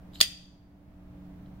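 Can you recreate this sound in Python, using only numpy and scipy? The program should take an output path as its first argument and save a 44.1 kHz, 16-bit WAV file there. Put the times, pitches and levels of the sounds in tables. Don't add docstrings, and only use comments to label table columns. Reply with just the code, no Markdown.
import sys
import numpy as np
from scipy import signal
from scipy.fft import rfft, irfft
from scipy.io import wavfile
from scipy.ndimage import minimum_filter1d

SR = 44100
rng = np.random.default_rng(int(sys.argv[2]) if len(sys.argv) > 2 else 0)


def to_wav(s):
    ch = np.atleast_2d(s).T
    pcm = np.round(np.clip(ch, -1, 1) * 32767)
    wavfile.write(sys.argv[1], SR, pcm.astype(np.int16))


N = 70560
TIME = np.arange(N) / SR
FREQS = np.fft.rfftfreq(N, 1 / SR)


def from_db(db):
    return 10 ** (np.asarray(db) / 20)


def rms_one(x):
    return x / np.sqrt(np.mean(x ** 2) + 1e-20)


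def at_hz(points, hz):
    point_hz, value = np.transpose(points)
    return np.interp(np.log(np.maximum(hz, 1)), np.log(point_hz), value)


def panned(pan_db):
    return from_db(np.array([[.5], [-.5]]) * pan_db)


def noise(spectrum, width=((20, 0), (20000, 0))):
    mid, side = rfft(rng.standard_normal((2, N))) * from_db(at_hz(spectrum, FREQS))
    side = side * from_db(at_hz(width, FREQS))
    return rms_one(irfft(np.array([mid + side, mid - side]), N))


def drift(rate_hz):
    lowpass = np.exp(-(FREQS / rate_hz) ** 2) * (FREQS > 0)
    return rms_one(irfft(rfft(rng.standard_normal(N)) * lowpass, N))


def dying(t60_s):
    return from_db(-np.minimum(60 * TIME / t60_s, 300))


def through(x, response):
    return signal.fftconvolve(np.atleast_2d(x), np.atleast_2d(response), axes=1)[:, :N]


def ringing(modes):
    usual_likeness = .5
    out = 0
    for k, (hz, db, t60_s, *likeness) in enumerate(modes):
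        cosine = np.clip(likeness[0] if likeness else usual_likeness, -1, 1)
        phase = np.arccos(cosine) * np.array([[.5], [-.5]])
        sign = (-1) ** k
        out = out + sign * from_db(db) * dying(t60_s) * np.sin(2 * np.pi * hz * TIME + phase)
    return out


def clicks(touches):
    out = np.zeros((2, N))
    for start_s, db, pan_db in touches:
        out[:, int(start_s * SR)] += from_db(db) * panned(pan_db)[:, 0]
    return out


def stop():
    # start_s, level_db, pan_db
    stop_touches = [(.2096, -21, -0.5), (.21097, -11, -1.5), (.21183, -14, 3.5), (.21242, -5.5, 4.5),
                    (.21308, -10, -0.5), (.21414, -14.5, -5)]
    # pitch_hz, level_db, t60_s, likeness (left-right, clipped to -1..1)
    body_modes = [(1521, -24, 0.0104, -0.72), (1960, -19.0, 0.024, -1.3), (2606, -10.5, 0.027, 1.0),
                  (3092, -10.5, 0.019, 0.631), (3737, 1.2, 0.0087, 1.0), (3965, -19, 0.01, -1.2),
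                  (4780, 4.5, 0.0059, -0.68), (5190, -7, 0.0048, 1), (5870, -18, 0.041, -0.76),
                  (6340, -2.5, 0.0023, -0.15), (6940, -12.5, 0.021, 1.0), (8160, -15, 0.0095, 0.99),
                  (8666, -16.5, 0.042, 1.0), (9140, -18.5, 0.041, -1.4), (9930, -12, 0.031, -0.89),
                  (13500, -17, 0.011, 1), (14880, -19, 0.0057, 0.02)]
    crack_db = -1.5
    return through(clicks(stop_touches), ringing(body_modes)) + from_db(crack_db) * crack(stop_touches)


def lock():
    # start_s, level_db, pan_db
    lock_touches = [(.2042, -20, -0.5), (.2049, -18.5, 2), (.2068, -32.5, -3.5)]
    # pitch_hz, level_db, t60_s
    lock_modes = [(1120, -14.5, .014), (3162, -9, 0.0027), (3600, 1, .012), (4570, 1.5, .008),
                  (5370, -8, 0.0022), (8900, -6.5, 0.0017), (8947, -8.5, .005), (12475, -12.5, 0.0077),
                  (14400, -6, 0.0037), (15300, -13.5, .005)]
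    crack_db = -6
    return through(clicks(lock_touches), ringing(lock_modes)) + from_db(crack_db) * crack(lock_touches)


def crack(touches):
    # pitch_hz, level_db (per Hz)
    crack_spectrum = [(100, -20), (250, -10.5), (450, -12), (700, -7.5), (1000, -12.5), (1500, -3),
                      (2300, -3), (3500, 3.5), (5000, 2.5), (7500, -5), (10000, -4), (11500, -15),
                      (15500, -11.5)]
    # pitch_hz, side_minus_mid_db
    crack_width = [(300, -12.5), (1500, -6), (4000, 1), (12000, -2)]
    # pitch_hz, left_minus_right_db
    crack_pan = [(200, 3), (600, 10), (1400, 8), (2800, 0), (12000, -2)]
    t60_s = .009
    power = through(clicks(touches) ** 2, dying(t60_s) ** 2)
    spectrum = rfft(noise(crack_spectrum, crack_width))
    burst = irfft(spectrum * panned(at_hz(crack_pan, FREQS)), N)
    return np.sqrt(np.maximum(power, 0)) * burst


def swing():
    # start_s, level_db
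    swing_level = [(.118, -82.5), (.131, -71.5), (.147, -56.5), (.156, -54), (.165, -60), (.18, -59.5),
                   (.192, -61), (.203, -57.5), (.21, -91)]
    # pitch_hz, level_db, t60_s
    pivot_modes = [(1495, -5.5, .002), (3800, 0.5, .004), (5000, -7, 0.0094), (6850, -6.5, 0.0064),
                   (8200, -4, .003), (12450, -11.5, .014), (13800, -17.5, .005)]
    # start_s, level_db
    ticks = [(.135, -49.5), (0.1567, -45), (0.157, -37), (1.461, -57.5)]
    # pitch_hz, level_db, t60_s
    tick_modes = [(1700, -6.5, 0.0061), (3060, -3.5, .011), (3975, -2.5, .011)]
    slips_per_s, slip_spread_db = 2200, 3.5
    squeak_start_hz, squeak_rise_hz_per_s, squeak_width_hz, squeak_db = 3407, 14000, 350, -1
    begin_s, end_s = swing_level[0][0], swing_level[-1][0]

    slip_now = rng.random(N) < slips_per_s / SR
    slip_gain = from_db(slip_spread_db * rng.standard_normal(N))
    slips = slip_now * slip_gain * rng.standard_normal((2, N))
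    rub = rms_one(through(slips, ringing(pivot_modes)))

    turning_s = np.clip(TIME, begin_s, end_s) - begin_s
    squeak_hz = squeak_start_hz + squeak_rise_hz_per_s * turning_s
    squeak = drift(squeak_width_hz) * np.sin(2 * np.pi * np.cumsum(squeak_hz) / SR)

    level = from_db(np.interp(TIME, *np.transpose(swing_level)))
    level = level * (TIME > begin_s) * (TIME < end_s)
    rubbing = level * (rub + from_db(squeak_db) * rms_one(squeak))
    centred_ticks = [(start_s, db, 0) for start_s, db in ticks]
    return rubbing + through(clicks(centred_ticks), ringing(tick_modes))


def afterring():
    # pitch_hz, width_hz, level_db, t60_s
    blade_tones = [(3220, 130, -45.5, .52), (4750, 170, -39, .6), (6875, 45, -49, .18),
                   (8460, 35, -41.5, .36)]
    start_s = .2126
    bands = 0
    for hz, width_hz, db, t60_s in blade_tones:
        white = rfft(rng.standard_normal((2, N)))
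        band = irfft(white * np.exp(-((FREQS - hz) / width_hz) ** 2), N)
        bands = bands + from_db(db) * dying(t60_s) * rms_one(band)
    return through(clicks([(start_s, 0, 0)]), bands)


def room(x):
    # pitch_hz, t60_s
    room_t60 = [(200, 0.9), (1000, 0.74), (2500, .5), (4500, 0.6462), (6000, 0.59), (8000, 0.4237),
                (15000, 0.35)]
    # pitch_hz, level_db (per Hz)
    room_colour = [(200, -8), (700, -5), (1300, -6), (2100, 0), (2700, 3), (3500, -4), (5000, -3),
                   (8000, -5), (10000, -3.5), (12000, 1.5), (15500, -1.5)]
    tail_db, early_db, early_t60_s = -13.5, -3.5, .11
    first_wall_s, build_up_s = .005, .0062
    diffuse = rfft(noise(room_colour))
    centres_hz = np.geomspace(200, 16000, 10)
    tail = 0
    for hz, own in zip(centres_hz, np.eye(len(centres_hz))):
        weight = at_hz(np.c_[centres_hz, own], FREQS)
        tail = tail + irfft(diffuse * weight, N) * dying(at_hz(room_t60, hz))
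    early = noise(room_colour) * dying(early_t60_s)
    response = from_db(tail_db) * rms_one(tail) + from_db(early_db) * rms_one(early)
    response = response / np.sqrt(N)
    response = response * (1 - np.exp(-TIME / build_up_s))
    delayed = np.pad(response, ((0, 0), (int(first_wall_s * SR), 0)))
    return through(x, delayed)


def background():
    # pitch_hz, level_db (rms, before waver, swell and pan)
    hum_partials = [(65, -56), (182.5, -52), (291.5, -56.5), (555, -80.5), (641, -72.5)]
    # start_s, level_db
    hum_swell = [(0, -3.5), (.15, 0.5), (.4, -0.5), (.9, -2), (1.1, 1.5), (1.24, 2), (1.35, -1), (1.5, 1),
                 (1.6, -0.5)]
    # pitch_hz, level_db (per Hz)
    air_spectrum = [(20, -1.5), (40, 0), (70, -2), (125, -2), (220, -7.5), (320, -11.5), (430, -19.5),
                    (650, -18), (1000, -25.5), (2000, -34), (4000, -43.5), (8000, -52), (12000, -50.5),
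                    (15000, -46.5)]
    # pitch_hz, side_minus_mid_db
    air_width = [(50, -17), (250, -11.5), (700, -3), (3000, 1), (12000, 0)]
    waver_db, wander_hz = 1.5, 1.8
    air_db, pan_db = -50, -1.2
    hum = 0
    for hz, db in hum_partials:
        gain = from_db(db + waver_db * drift(11))
        phase = 2 * np.pi * np.cumsum(hz + wander_hz * drift(24)) / SR
        hum = hum + gain * np.sqrt(2) * np.sin(phase)
    hum = hum * from_db(np.interp(TIME, *np.transpose(hum_swell)))
    return panned(pan_db) * (hum + from_db(air_db) * noise(air_spectrum, air_width))


def scene():
    knife = swing() + lock() + stop()
    return knife + room(knife) + afterring() + background()


def record(dry):
    threshold_db, max_duck_db = -14.5, 6.5
    attack_s, hold_s, release_db_per_s = .045, .46, 12.5
    cutoff_hz = 15900
    peak_db = 20 * np.log10(np.abs(dry).max(0) + 1e-9)
    over_db = np.clip(peak_db - threshold_db, 0, max_duck_db)
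    hold = int(hold_s * SR)
    held_db = -minimum_filter1d(-over_db, hold, origin=(hold - 1) // 2, mode="constant")
    slope_db = release_db_per_s * TIME
    duck_db = np.maximum.accumulate(held_db + slope_db) - slope_db
    r = np.exp(-1 / (attack_s * SR))
    smooth_db = signal.lfilter([1 - r], [1, -r], duck_db)
    out = np.tanh(dry * from_db(-smooth_db))
    return signal.sosfilt(signal.ellip(10, .1, 70, cutoff_hz, fs=SR, output="sos"), out)


dry = scene()
out = record(dry)
to_wav(out)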